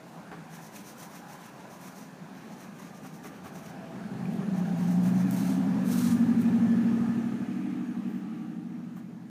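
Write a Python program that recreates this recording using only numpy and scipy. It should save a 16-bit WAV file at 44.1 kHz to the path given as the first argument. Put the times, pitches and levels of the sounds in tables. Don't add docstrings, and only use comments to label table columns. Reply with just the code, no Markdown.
import sys
import numpy as np
from scipy import signal
from scipy.fft import rfft, irfft
from scipy.io import wavfile
from scipy.ndimage import uniform_filter1d, map_coordinates

SR = 44100
rng = np.random.default_rng(int(sys.argv[2]) if len(sys.argv) > 2 else 0)


def volts(x):
    e = np.asarray(x, float) / 20
    return 10 ** e


def int16_out(signal):
    q = np.round(np.clip(np.atleast_2d(signal).T, -1, 1) * 32767)
    wavfile.write(sys.argv[1], SR, q.astype(np.int16))


N = 410115


def read(points, hz):
    f, value = np.transpose(points)
    return np.interp(np.log(hz + 1), np.log(f + 1), value)


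def curve(rows):
    s, *columns = np.transpose(rows)
    return [np.interp(np.arange(N) / SR, s, c) for c in columns]


def evened(x):
    return x / np.sqrt(np.mean(x ** 2) + 1e-20)


def add(mix, s, sound):
    part = mix[max(round(s * SR), 0):][:len(sound)]
    part += sound[:len(part)]


def coloured(x, colour):
    gain = volts(read(colour, np.fft.rfftfreq(len(x), 1 / SR)))
    return evened(irfft(rfft(x) * gain, len(x)))


def wash(colour, patchy_db, size=1024):
    frames, hz = 4 * N // size + 5, np.fft.rfftfreq(size, 1 / SR)
    a, b, patches = rng.standard_normal((frames, len(hz), 3)).T
    patches = uniform_filter1d(patches, size=8, axis=0)
    patches = evened(uniform_filter1d(patches, size=16, axis=1))
    z = (a + 1j * b) * volts(read(colour, hz)[:, None] + patchy_db * patches)
    return evened(signal.istft(z, nperseg=size, noverlap=3 * size // 4)[1][:N])


def grit(per_s, spread_db):
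    size = volts(spread_db * np.minimum(rng.exponential(1, N), 3))
    return size * rng.standard_normal(N) * (rng.random(N) < per_s / SR)


def passing(t, start, end, db, rise, fall):
    return volts(db - rise * np.maximum(start - t, 0) - fall * np.maximum(t - end, 0))


def microphone_hiss():
    # frequency in Hz, level in dB per Hz.
    self_noise = [(6000, -30), (10000, -8), (13000, 2), (16000, 0)]
    return volts(-82) * coloured(rng.standard_normal(N), self_noise)


def drones():
    # start in seconds, end in seconds, frequency in Hz, bandwidth in Hz, level in dB.
    tones = [(0, 0.81, 165, 10.7, -49.5), (0.5, 1.9, 290, 7.4, -62.5), (1.17, 1.4, 817, 84, -51.5),
             (0.1, 2.5, 1000, 35, -62.5), (2.4, 3.55, 1200, 36, -64), (5.7, 6.3, 91, 22, -56),
             (7.5, 8.9, 1160, 17, -66.5), (6.75, 7.5, 1245, 17, -58.5), (7.9, 9.1, 800, 22, -68),
             (4.5, 5.87, 665, 16, -59), (2.5, 6.2, 800, 22, -62), (6.0, 7.0, 1670, 20, -65),
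             (8.6, 9.25, 390, 110, -64), (1.24, 4.8, 260, 5.9, -57.5), (2.2, 2.3, 160, 8.7, -50.5),
             (3.3, 3.9, 97, 20, -64), (4.0, 4.3, 130, 16, -45), (3.5, 6.13, 658, 105, -54),
             (3.5, 6.8, 787, 41, -55.5), (4.5, 8.1, 1730, 28, -62.5), (6, 9.1, 1220, 80, -68),
             (7.4, 8.85, 755, 62, -63), (5.6, 6.1, 495, 100, -50), (7.5, 8.7, 2300, 1600, -66.5),
             (5.36, 5.56, 4200, 600, -61), (5.87, 6.14, 4200, 700, -57), (4.2, 4.45, 176, 24, -38),
             (6, 7.4, 1745, 34, -58.5), (5.9, 6.5, 1200, 36, -57), (5.1, 5.6, 272, 22, -39.5),
             (7.4, 7.85, 2360, 1000, -62), (8.05, 8.23, 15000, 2600, -72), (5.9, 7.26, 540, 15, -58),
             (6.5, 8.3, 727, 14, -62.5), (6.5, 8.7, 845, 14, -63.5), (3.3, 4.16, 665, 30, -57.5),
             (3.65, 3.92, 730, 30, -56), (4.35, 4.65, 650, 25, -57.5), (4.83, 5.0, 790, 40, -50),
             (2.2, 2.65, 210, 33, -52)]
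    out = np.zeros(N)
    for start, end, hz, width, db in tones:
        size = round((end - start) * SR)
        b, a = signal.iirpeak(hz, hz / width, SR)
        noise = rng.standard_normal(size + SR // 4)
        tone = signal.lfilter(b, a, signal.lfilter(b, a, noise))[-size:]
        add(out, start, volts(db) * evened(tone) * signal.windows.tukey(size, .6))
    return out


def street():
    # frequency in Hz, level in dB per Hz.
    rumble_colour = [(15, -93), (25, -57), (32, -66), (70, -23), (91, -27.5), (112, -18.5), (177, -2.5),
                     (229, -5.5), (277, -13.5), (325, -22), (404, -16.5), (450, -25), (580, -55),
                     (990, -120)]
    roar_colour = [(180, -32), (300, 0.5), (372, -3.5), (407, -9.5), (451, -5), (786, -2), (861, -3.5),
                   (1210, -9.5), (1680, -9), (1950, -16), (2500, -17), (3390, -24.5), (4500, -26.5),
                   (5850, -46), (9900, -120)]
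    leaving_colour = [(190, -35), (330, 2), (345, -7.5), (443, -8), (522, -18), (725, -15.5), (1090, -22),
                      (1240, -15.5), (1380, -21), (1740, -20), (1900, -23), (2580, -27), (4500, -42),
                      (5850, -69), (9900, -120)]
    hiss_colour = [(2060, -8), (3500, -5), (4140, -3.5), (4930, -4.5), (6520, -2.5), (7860, -8),
                   (9070, -7.5), (12700, -13), (15500, -14)]
    # time in seconds, share of the roar heard from behind the truck.
    leaving = [(0, 0.0064), (6.0, 0.22), (6.9, 0.96), (8.5, 0.96), (9.3, 0.51)]
    # time in seconds, level in dB over the idle street.
    traffic = [(0, 0), (1.9, -0.3), (3.1, -2), (3.8, 2.5), (4.56, 5.5), (5.5, 7), (6.9, 9), (7.92, 1.3),
               (8.3, -1.2), (9.3, -8)]
    # start in seconds, end in seconds, rumble in dB, rise in dB/s, fall in dB/s.
    surges = [
        (2.35, 2.9, -49, 29, 14),
        (4.305, 4.556, -36, 15, 15),
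    ]

    t = np.arange(N) / SR
    share = np.clip(curve(leaving)[0], 0, 1)
    near_db = curve(traffic)[0]
    rumble_gain = volts(-49.5 + near_db - 3.7 * share)
    roar_gain = volts(-50.5 + 0.91 * near_db - 0.1 * share)
    hiss_gain = volts(-63.5 + 0.84 * near_db - 3.4 * share)
    rumble_gain = np.sqrt(rumble_gain ** 2 + sum(passing(t, *row) ** 2 for row in surges))
    hiss_late_s = 0.4
    hiss_gain = np.interp(t - hiss_late_s * (t < 6), t, hiss_gain)

    rumble = rumble_gain * wash(rumble_colour, patchy_db=-0.5, size=4096)
    roar = np.sqrt(1 - share) * wash(roar_colour, patchy_db=2.)
    roar = roar + np.sqrt(share) * wash(leaving_colour, patchy_db=1.5)
    hiss = hiss_gain * wash(hiss_colour, patchy_db=1.3)
    return rumble + roar_gain * roar + hiss + drones()


def strokes(ring_hz=6050, ring_width=1300, split_hz=10500):
    # middle in seconds, length in seconds, swish in dB.
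    pushes = [(0.551, 0.079, -57), (0.776, 0.079, -53), (1.02, 0.082, -52.5), (1.154, 0.088, -56.5),
              (1.319, 0.077, -57.5), (1.445, 0.098, -60), (1.607, 0.11, -69.5), (1.858, 0.11, -55.5),
              (2.429, 0.19, -71), (2.625, 0.084, -60), (2.829, 0.14, -62.5), (3.061, 0.062, -58.5),
              (3.264, 0.045, -56), (3.358, 0.055, -70), (3.464, 0.042, -58), (3.571, 0.058, -59),
              (3.668, 0.083, -58.5), (4.814, 0.085, -57.5), (5.066, 0.087, -54.5)]
    pulls = [(0.653, 0.065, -58), (0.888, 0.076, -55), (1.73, 0.071, -60), (2.005, 0.11, -59.5),
             (2.534, 0.05, -67), (2.968, 0.053, -64), (3.155, 0.039, -61), (4.579, 0.077, -62),
             (4.687, 0.075, -66.1), (4.919, 0.086, -56.5), (5.19, 0.1, -56)]
    flicks = [(0.115, 0.13, -70), (4.345, 0.043, -63.5), (6.42, 0.033, -56.7), (8.119, 0.11, -74),
              (8.398, 0.11, -80), (8.978, 0.02, -65)]
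    sweeps = [(5.428, 0.25, -49), (6.005, 0.26, -45)]
    # frequency in Hz, level in dB per Hz.
    swish_colour = [(2650, -8.5), (4500, -6.5), (4860, -8), (6700, -5.5), (7950, -5.5), (9330, -3.5),
                    (11000, -7.5), (14700, -4), (15500, -13)]
    kinds = ((pushes, (-.6, 3.3)), (pulls, (.4, -2)), (flicks, (-12, -14)), (sweeps, (-3, 3)))
    usual_db = -60
    ring_lag, rustle_lag = 0.3, 0.79

    swish, fizz, ring, rustle = np.zeros((4, N))
    rows = [(*row, *kind) for table, kind in kinds for row in table]
    for s, length, db, ring_db, rustle_db in rows:
        ring_db = ring_db - ring_lag * (db - usual_db)
        rustle_db = rustle_db - rustle_lag * (db - usual_db)
        edge = 0.047 + 0.26 * length
        span = length + 0.9 * edge
        speed = volts(db) * signal.windows.tukey(round(span * SR), min(2 * edge / span, 1)) ** 0.86
        wet_db = 48 * length * np.linspace(.3, -.7, len(speed))
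        for mix, share_db in ((swish, 0), (fizz, wet_db), (ring, ring_db - 2.5), (rustle, rustle_db)):
            add(mix, s - span / 2, speed * volts(share_db))

    blade = [(ring_hz - 2 * ring_width, -30), (ring_hz - ring_width / 2, -4), (ring_hz, 0),
             (ring_hz + ring_width / 2, -4), (ring_hz + 2 * ring_width, -30)]
    sheet = [(500, -21), (900, 1.5), (2200, -1.0), (3300, -10.0), (4200, -9.0), (4800, -23), (5800, -23)]
    film = coloured(grit(14000, spread_db=-0.5), swish_colour)
    grip = uniform_filter1d(abs(film), size=700)
    clumps = volts(1.23 * evened(grip - grip.mean()))
    low = signal.sosfiltfilt(signal.butter(2, split_hz, fs=SR, output="sos"), film)
    film_sound = swish * low + fizz * (film - low)
    blade_sound = ring * coloured(grit(8000, spread_db=1.0), blade)
    sheet_sound = rustle * coloured(grit(6000, spread_db=1.0), sheet)
    return clumps * (film_sound + blade_sound + sheet_sound)


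def knocks():
    # time in seconds, peak in dB, blade note in Hz, hood in dB, tick in dB re peak.
    impacts = [(.316, -41, 1550, 13, -17), (.328, -46, 420, 18, -30), (.380, -48, 750, 10, -30),
               (2.80, -42, 977, 0, -14), (3.048, -49, 780, 17, -15), (3.244, -51, 2350, 20, -4),
               (3.256, -46, 2050, 16, -14), (3.458, -44, 1150, 14, -12), (.762, -43, 2500, -6, -20),
               (4.255, -41, 2400, 2, -16), (8.968, -48, 680, 11, -40)]
    # frequency in Hz, level in dB, 60 dB decay time in seconds.
    hood_modes = [(308, -2.5, 0.2), (416, -4.5, 0.17), (779, -0.5, .15), (1144, -5.5, 0.19), (1430, -9, .1)]
    out, t = np.zeros(N), np.arange(6000) / SR
    band = signal.butter(2, [350, 1800], "band", fs=SR, output="sos")
    noises = rng.standard_normal((len(impacts), len(t)))
    for (s, db, hz, hood_db, tick_db), noise in zip(impacts, noises):
        hood = sum(volts(d - 60 * t / t60) * np.sin(2 * np.pi * f * t) for f, d, t60 in hood_modes)
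        rattle = evened(signal.sosfilt(band, noise))
        hood = volts(-1.5) * hood + volts(-6.0 - 60 * t / 0.18) * rattle
        blade = volts(-60 * t / 0.026) * np.sin(2 * np.pi * hz * t)
        tick = volts(tick_db - 60 * t / 0.0072) * np.diff(noise, prepend=0)
        add(out, s, volts(db) * (volts(hood_db - 13.5) * hood + blade + tick))
    return out


def snaps():
    # time in seconds, peak in dB, pitch in Hz, crackle in dB.
    releases = [(1.002, -37, 5940, 2), (2.6124, -45, 10900, 2), (3.245, -43, 5570, 0),
                (4.338, -45, 13000, 5), (5.310, -30.5, 11500, 15), (5.9344, -36, 10800, 0),
                (6.085, -33, 6340, -6), (6.3844, -40, 7300, 0), (6.4173, -36, 10500, 12),
                (6.4644, -43, 2590, -7), (8.9675, -53, 7000, 2), (8.970, -45, 14500, 2),
                (8.979, -56, 14500, 0)]
    out, t = np.zeros(N), np.arange(600) / SR
    noises = rng.standard_normal((len(releases), 602))
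    for (s, db, hz, crack_db), noise in zip(releases, noises):
        crack = np.sin(2 * np.pi * hz * t) + 0.26 * volts(crack_db) * np.diff(noise, 2)
        decay = volts(db - 60 * t / 0.004)
        onset = np.minimum(t / 0.00047, 1)
        add(out, s, decay * crack * onset)
    return out


def garage(x, t60=0.8):
    taps = np.zeros(SR // 2)
    at = np.arange(150, len(taps) - 20, 20)
    taps[at + rng.integers(0, 20, len(at))] = rng.choice([-1., 1.], len(at))
    taps *= volts(-60 * np.arange(len(taps)) / SR / t60)
    return signal.oaconvolve(x, taps / np.linalg.norm(taps))[:N]


def gap_levels(t, path_hz):
    # resonance in Hz, opening in seconds, shutting in seconds, level in dB, slope in dB/s.
    gaps = [(97, 5.9, 10, -59, 24), (97, 5.8, 7.13, -33, 25), (120, 5.3, 10, -51.5, 24),
            (120, 5.22, 5.34, -37, 34), (120, 6.14, 7.22, -34, 26.5), (185, 4.53, 5.26, -31, 23),
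            (185, 5.96, 5.6, -42, 21), (185, 6, 6.76, -47, 17.5), (185, 8.1, 8.96, -50.5, 11),
            (235, 4.7, 4.1, -68, 26), (235, 6.175, 7.19, -30, 22), (235, 6.99, 6.87, -27.5, 52),
            (235, 7.9, 8.09, -43.5, 15.5), (280, 3.8, 8.37, -47.5, 18), (280, 5.43, 5.65, -39.5, 24),
            (308, 5.1, 8, -48, 17), (308, 8.55, 8.75, -45, 18), (325, 4.4, 7.22, -48, 11)]
    power = np.zeros((len(path_hz), len(t)))
    for f, start, end, db, slope in gaps:
        nearest = np.argmin(abs(np.subtract(path_hz, f)))
        power[nearest] += passing(t, start, end, db, slope, slope) ** 2
    return 10 * np.log10(power)


def fleeting_db(t, order):
    # middle in seconds, length in seconds, multiple of the cycle, level in dB.
    lifts = [(4.55, 0.35, 17, 8), (4.55, 0.6, 21, 12), (4.65, 0.35, 19, 8), (4.85, 0.2, 21, 8),
             (4.85, 0.35, 23, 12), (5.05, 1.6, 20, 8), (5.15, 0.35, 20, 8), (5.25, 0.2, 24, 5),
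             (5.25, 1, 25, 8), (5.55, 0.35, 22, 8), (5.55, 0.6, 31, 12), (5.65, 0.6, 15, 5),
             (5.75, 1.6, 18, 5), (5.85, 1, 20, 3), (5.85, 1, 29, 8), (5.95, 0.6, 13, 5), (6.15, 0.2, 17, 8),
             (6.25, 0.6, 22, 8), (6.35, 0.6, 29, 12), (6.35, 0.6, 32, 12), (6.45, 0.35, 26, 12),
             (6.45, 1, 21, 8), (6.45, 1.6, 37, 5), (6.65, 0.35, 18, 5), (6.75, 1.6, 15, 3),
             (6.85, 0.2, 19, 5), (6.95, 0.35, 25, 12), (7.05, 1.6, 36, 5), (7.25, 1, 26, 5),
             (7.45, 0.6, 17, 5), (7.55, 0.35, 15, 5), (7.65, 0.6, 25, 5), (7.65, 0.6, 27, 8),
             (7.75, 0.6, 22, 8), (7.85, 1, 24, 5), (8.15, 0.2, 19, 5), (8.35, 1.6, 14, 3),
             (8.45, 0.6, 16, 5), (8.65, 0.2, 15, 8), (8.85, 0.6, 17, 12), (8.85, 0.6, 23, 8),
             (8.85, 1.6, 21, 3)]
    cancels = [(4.55, 0.2, 15, -12), (4.75, 0.6, 22, -8), (5.05, 0.6, 15, -8), (5.15, 0.2, 23, -18),
               (5.25, 0.2, 22, -8), (5.25, 1, 19, -12), (5.35, 0.2, 16, -5), (5.45, 0.2, 20, -8),
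               (5.45, 0.35, 13, -12), (5.45, 1, 21, -8), (5.55, 0.35, 24, -5), (5.55, 1.6, 23, -5),
               (5.85, 0.35, 26, -18), (5.95, 0.35, 19, -3), (6.05, 0.35, 35, -18), (6.05, 0.6, 16, -5),
               (6.05, 1.6, 14, -8), (6.45, 1.6, 25, -5), (6.75, 0.35, 20, -8), (6.85, 1.6, 28, -8),
               (6.95, 0.6, 29, -12), (7.05, 0.35, 33, -18), (7.15, 0.6, 22, -5), (7.25, 0.35, 15, -8),
               (7.25, 0.35, 24, -12), (7.35, 0.6, 21, -8), (7.35, 1, 18, -5), (7.45, 0.6, 31, -12),
               (7.65, 0.35, 23, -12), (7.85, 0.6, 19, -5), (7.95, 0.6, 15, -5), (8.15, 0.6, 17, -8),
               (8.25, 0.6, 22, -18), (8.35, 0.35, 23, -8), (8.45, 0.35, 20, -18), (8.65, 0.35, 22, -8),
               (8.65, 1, 24, -12), (9.15, 1, 26, -18)]
    loading = [(4.35, .5, 17, 10), (4.35, .45, 18, 9), (4.3, .4, 22, 10), (4.15, .3, 13, 8),
               (4.35, .3, 19, -12), (7.95, .35, 17, -5)]
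    further_shifts = [(4.3, 0.25, 15, 12), (4.3, 0.25, 19, -12), (4.3, 0.25, 22, 5), (4.3, 0.7, 21, -8),
                      (4.4, 0.25, 18, -8), (4.45, 0.25, 17, -8), (4.5, 0.4, 14, -12), (4.55, 0.25, 15, -8),
                      (4.6, 0.25, 20, 5), (4.7, 0.25, 16, -3), (4.95, 0.25, 16, 3), (4.95, 0.4, 23, 5),
                      (5.1, 0.25, 18, 3), (5.1, 0.25, 22, 5), (5.3, 0.7, 14, -8), (5.35, 0.25, 16, -3),
                      (5.5, 0.4, 23, 5), (5.8, 0.25, 11, 8), (5.85, 0.7, 18, 3), (5.95, 0.25, 22, -3),
                      (6.3, 0.25, 20, 3), (6.55, 0.25, 16, 5), (6.8, 0.25, 19, 3), (7.05, 0.4, 15, 5),
                      (7.35, 0.4, 20, -3), (7.5, 0.25, 24, 8), (8.7, 0.25, 27, 12)]
    total = np.zeros(len(t))
    for s, length, multiple, shift_db in lifts + cancels + loading + further_shifts:
        if multiple == order:
            total += shift_db * np.exp(-2 * (2 * (t - s) / length) ** 2)
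    return total


def route_phase(t, order_hz):
    # start in seconds, extra travel in ms, far echo in ms, echo share.
    routes = [(0, 16.6, 17.4, -.85), (4.78, -.7, 11.2, .85), (5.08, -.3, 4.0, .85),
              (5.38, -7.1, 13.4, -.85), (5.83, -3.3, 4.8, -.85), (6.43, -3.7, 8.0, .85),
              (6.88, -4.4, 21.4, -.85), (7.48, 14.3, 66.8, .85), (7.78, 10.2, 61.4, -.85),
              (8.08, 31.8, 42.2, .85), (8.38, 32.0, 26.6, .85), (8.68, 27.5, 48.2, .85)]
    handover_s = 0.22
    starts = np.array([r[0] for r in routes] + [99])[:, None]
    coarse, hz = t[::16], order_hz[::16]
    begun = np.clip((coarse - starts) / handover_s + .5, 0, 1)
    heard = begun[:-1] - begun[1:]
    ways = np.zeros(len(coarse), complex)
    for weight, (_, ms, far_ms, share) in zip(heard, routes):
        travel = np.exp(-2j * np.pi * hz * ms / 1000)
        far = np.exp(-2j * np.pi * hz * far_ms / 1000)
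        ways += weight * travel * np.exp(1j * np.angle(1 + share * far))
    return np.interp(t, coarse, ways / np.maximum(abs(ways), .5))


def engine(fading_db=1, turn=.19, echo=.5, drift=.008):
    # time in seconds, cycle rate in Hz.
    cycle = [(3.8, 9.594), (4.6, 10.694), (4.8, 10.911), (5.0, 11.24), (5.5, 11.73), (6.15, 12.095),
             (6.57, 12.075), (6.85, 12.2), (7.35, 12.24), (7.65, 12.3), (8.0, 12.11), (8.25, 11.89),
             (9.3, 11.39)]
    # multiple of the cycle, level in dB.
    exhaust = [(8, -7.0), (9, -19.0), (10, 0.0), (11, 13.0), (12, 5.0), (13, 6.0), (14, -2.5), (15, 0.0),
               (16, -3.0), (17, -16.0), (18, -11.0), (19, -1.0), (20, -5.0), (21, -0.5), (22, 8.0),
               (23, 7.0), (24, 10.0), (25, 3.5), (26, 3.0), (27, 0.0), (28, -10.0), (29, -2.0), (30, -2.0),
               (31, -4.0), (32, -4.0), (33, -6.0), (34, -8.0), (35, -8.0), (36, -6.0), (37, -6.0)]
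    # frequency in Hz, level in dB.
    resonances = [(110, -8.0), (140, -26.0), (172, 2.0), (184, 9.0), (196, 11.0), (215, 8.0), (230, 4.0),
                  (244, 6.0), (258, -8.0), (272, -7.0), (290, -17.0), (308, -3.0), (330, -14.0),
                  (450, -11.0)]
    path_hz = [97, 120, 185, 235, 280, 308, 325]
    # time in seconds, lag in ms.
    wall_lag = [(4.85, 17.4), (5.15, 14.7), (5.8, 14.8), (6.3, 17.7), (6.7, 17), (6.9, 14.4), (7.3, 14.8),
                (7.95, 16.7), (8.15, 16), (8.35, 13.1)]
    pipe_nodes = [12, 16, 19, 20, 22]

    step = 32
    hz, lag_ms = curve(cycle)[0][::step], curve(wall_lag)[0][::step]
    t = np.arange(len(hz)) * step / SR
    paths = gap_levels(t, path_hz)
    cycles = np.cumsum(hz) * step / SR + turn
    fading_hz, wander_hz = np.geomspace(.5, 3, 6), np.geomspace(.3, 1.5, 6)
    out = np.zeros(len(t))
    for (k, db), chance in zip(exhaust, rng.random((len(exhaust), 7))):
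        order_hz = k * hz
        place = np.interp(np.log(order_hz), np.log(path_hz), np.arange(len(path_hz)))
        path_db = map_coordinates(paths, [place, np.arange(len(t))], order=1)
        fading = sum(np.sin(2 * np.pi * (f * t + p)) for f, p in zip(fading_hz, chance[1:])) / np.sqrt(3)
        wander = sum(np.cos(2 * np.pi * (f * t + p)) for f, p in zip(wander_hz, chance[:0:-1]))
        comb = abs(1 + echo * np.exp(-2j * np.pi * order_hz * lag_ms / 1000))
        flips = np.searchsorted(pipe_nodes, k, "right")
        level_db = db + read(resonances, order_hz) + path_db + fading_db * fading + fleeting_db(t, k)
        rotation = np.exp(2j * np.pi * (k * cycles + flips / 2 + drift * wander))
        out += np.sqrt(2) * comb * volts(level_db) * np.real(route_phase(t, order_hz) * rotation)
    out *= np.clip((t - 3.95) / 0.51, 0, 1)
    return signal.resample_poly(out, step, 1)[:N]


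def scene():
    near = strokes() + knocks() + snaps()
    room = volts(-8) * garage(near)
    return (near + room + engine() + street() + microphone_hiss())[None]


def roll_off(x):
    return signal.sosfilt(signal.butter(12, 16300, fs=SR, output="sos"), x)


def record(dry):
    bent = dry + 0.22 * dry ** 2
    thin = signal.sosfilt(signal.butter(2, 46, "high", fs=SR, output="sos"), bent)
    edge = signal.firwin(1023, 15330, window=("kaiser", 9), fs=SR)
    return roll_off(signal.oaconvolve(thin, edge[None], "same"))


dry = scene()
out = record(dry)
int16_out(out)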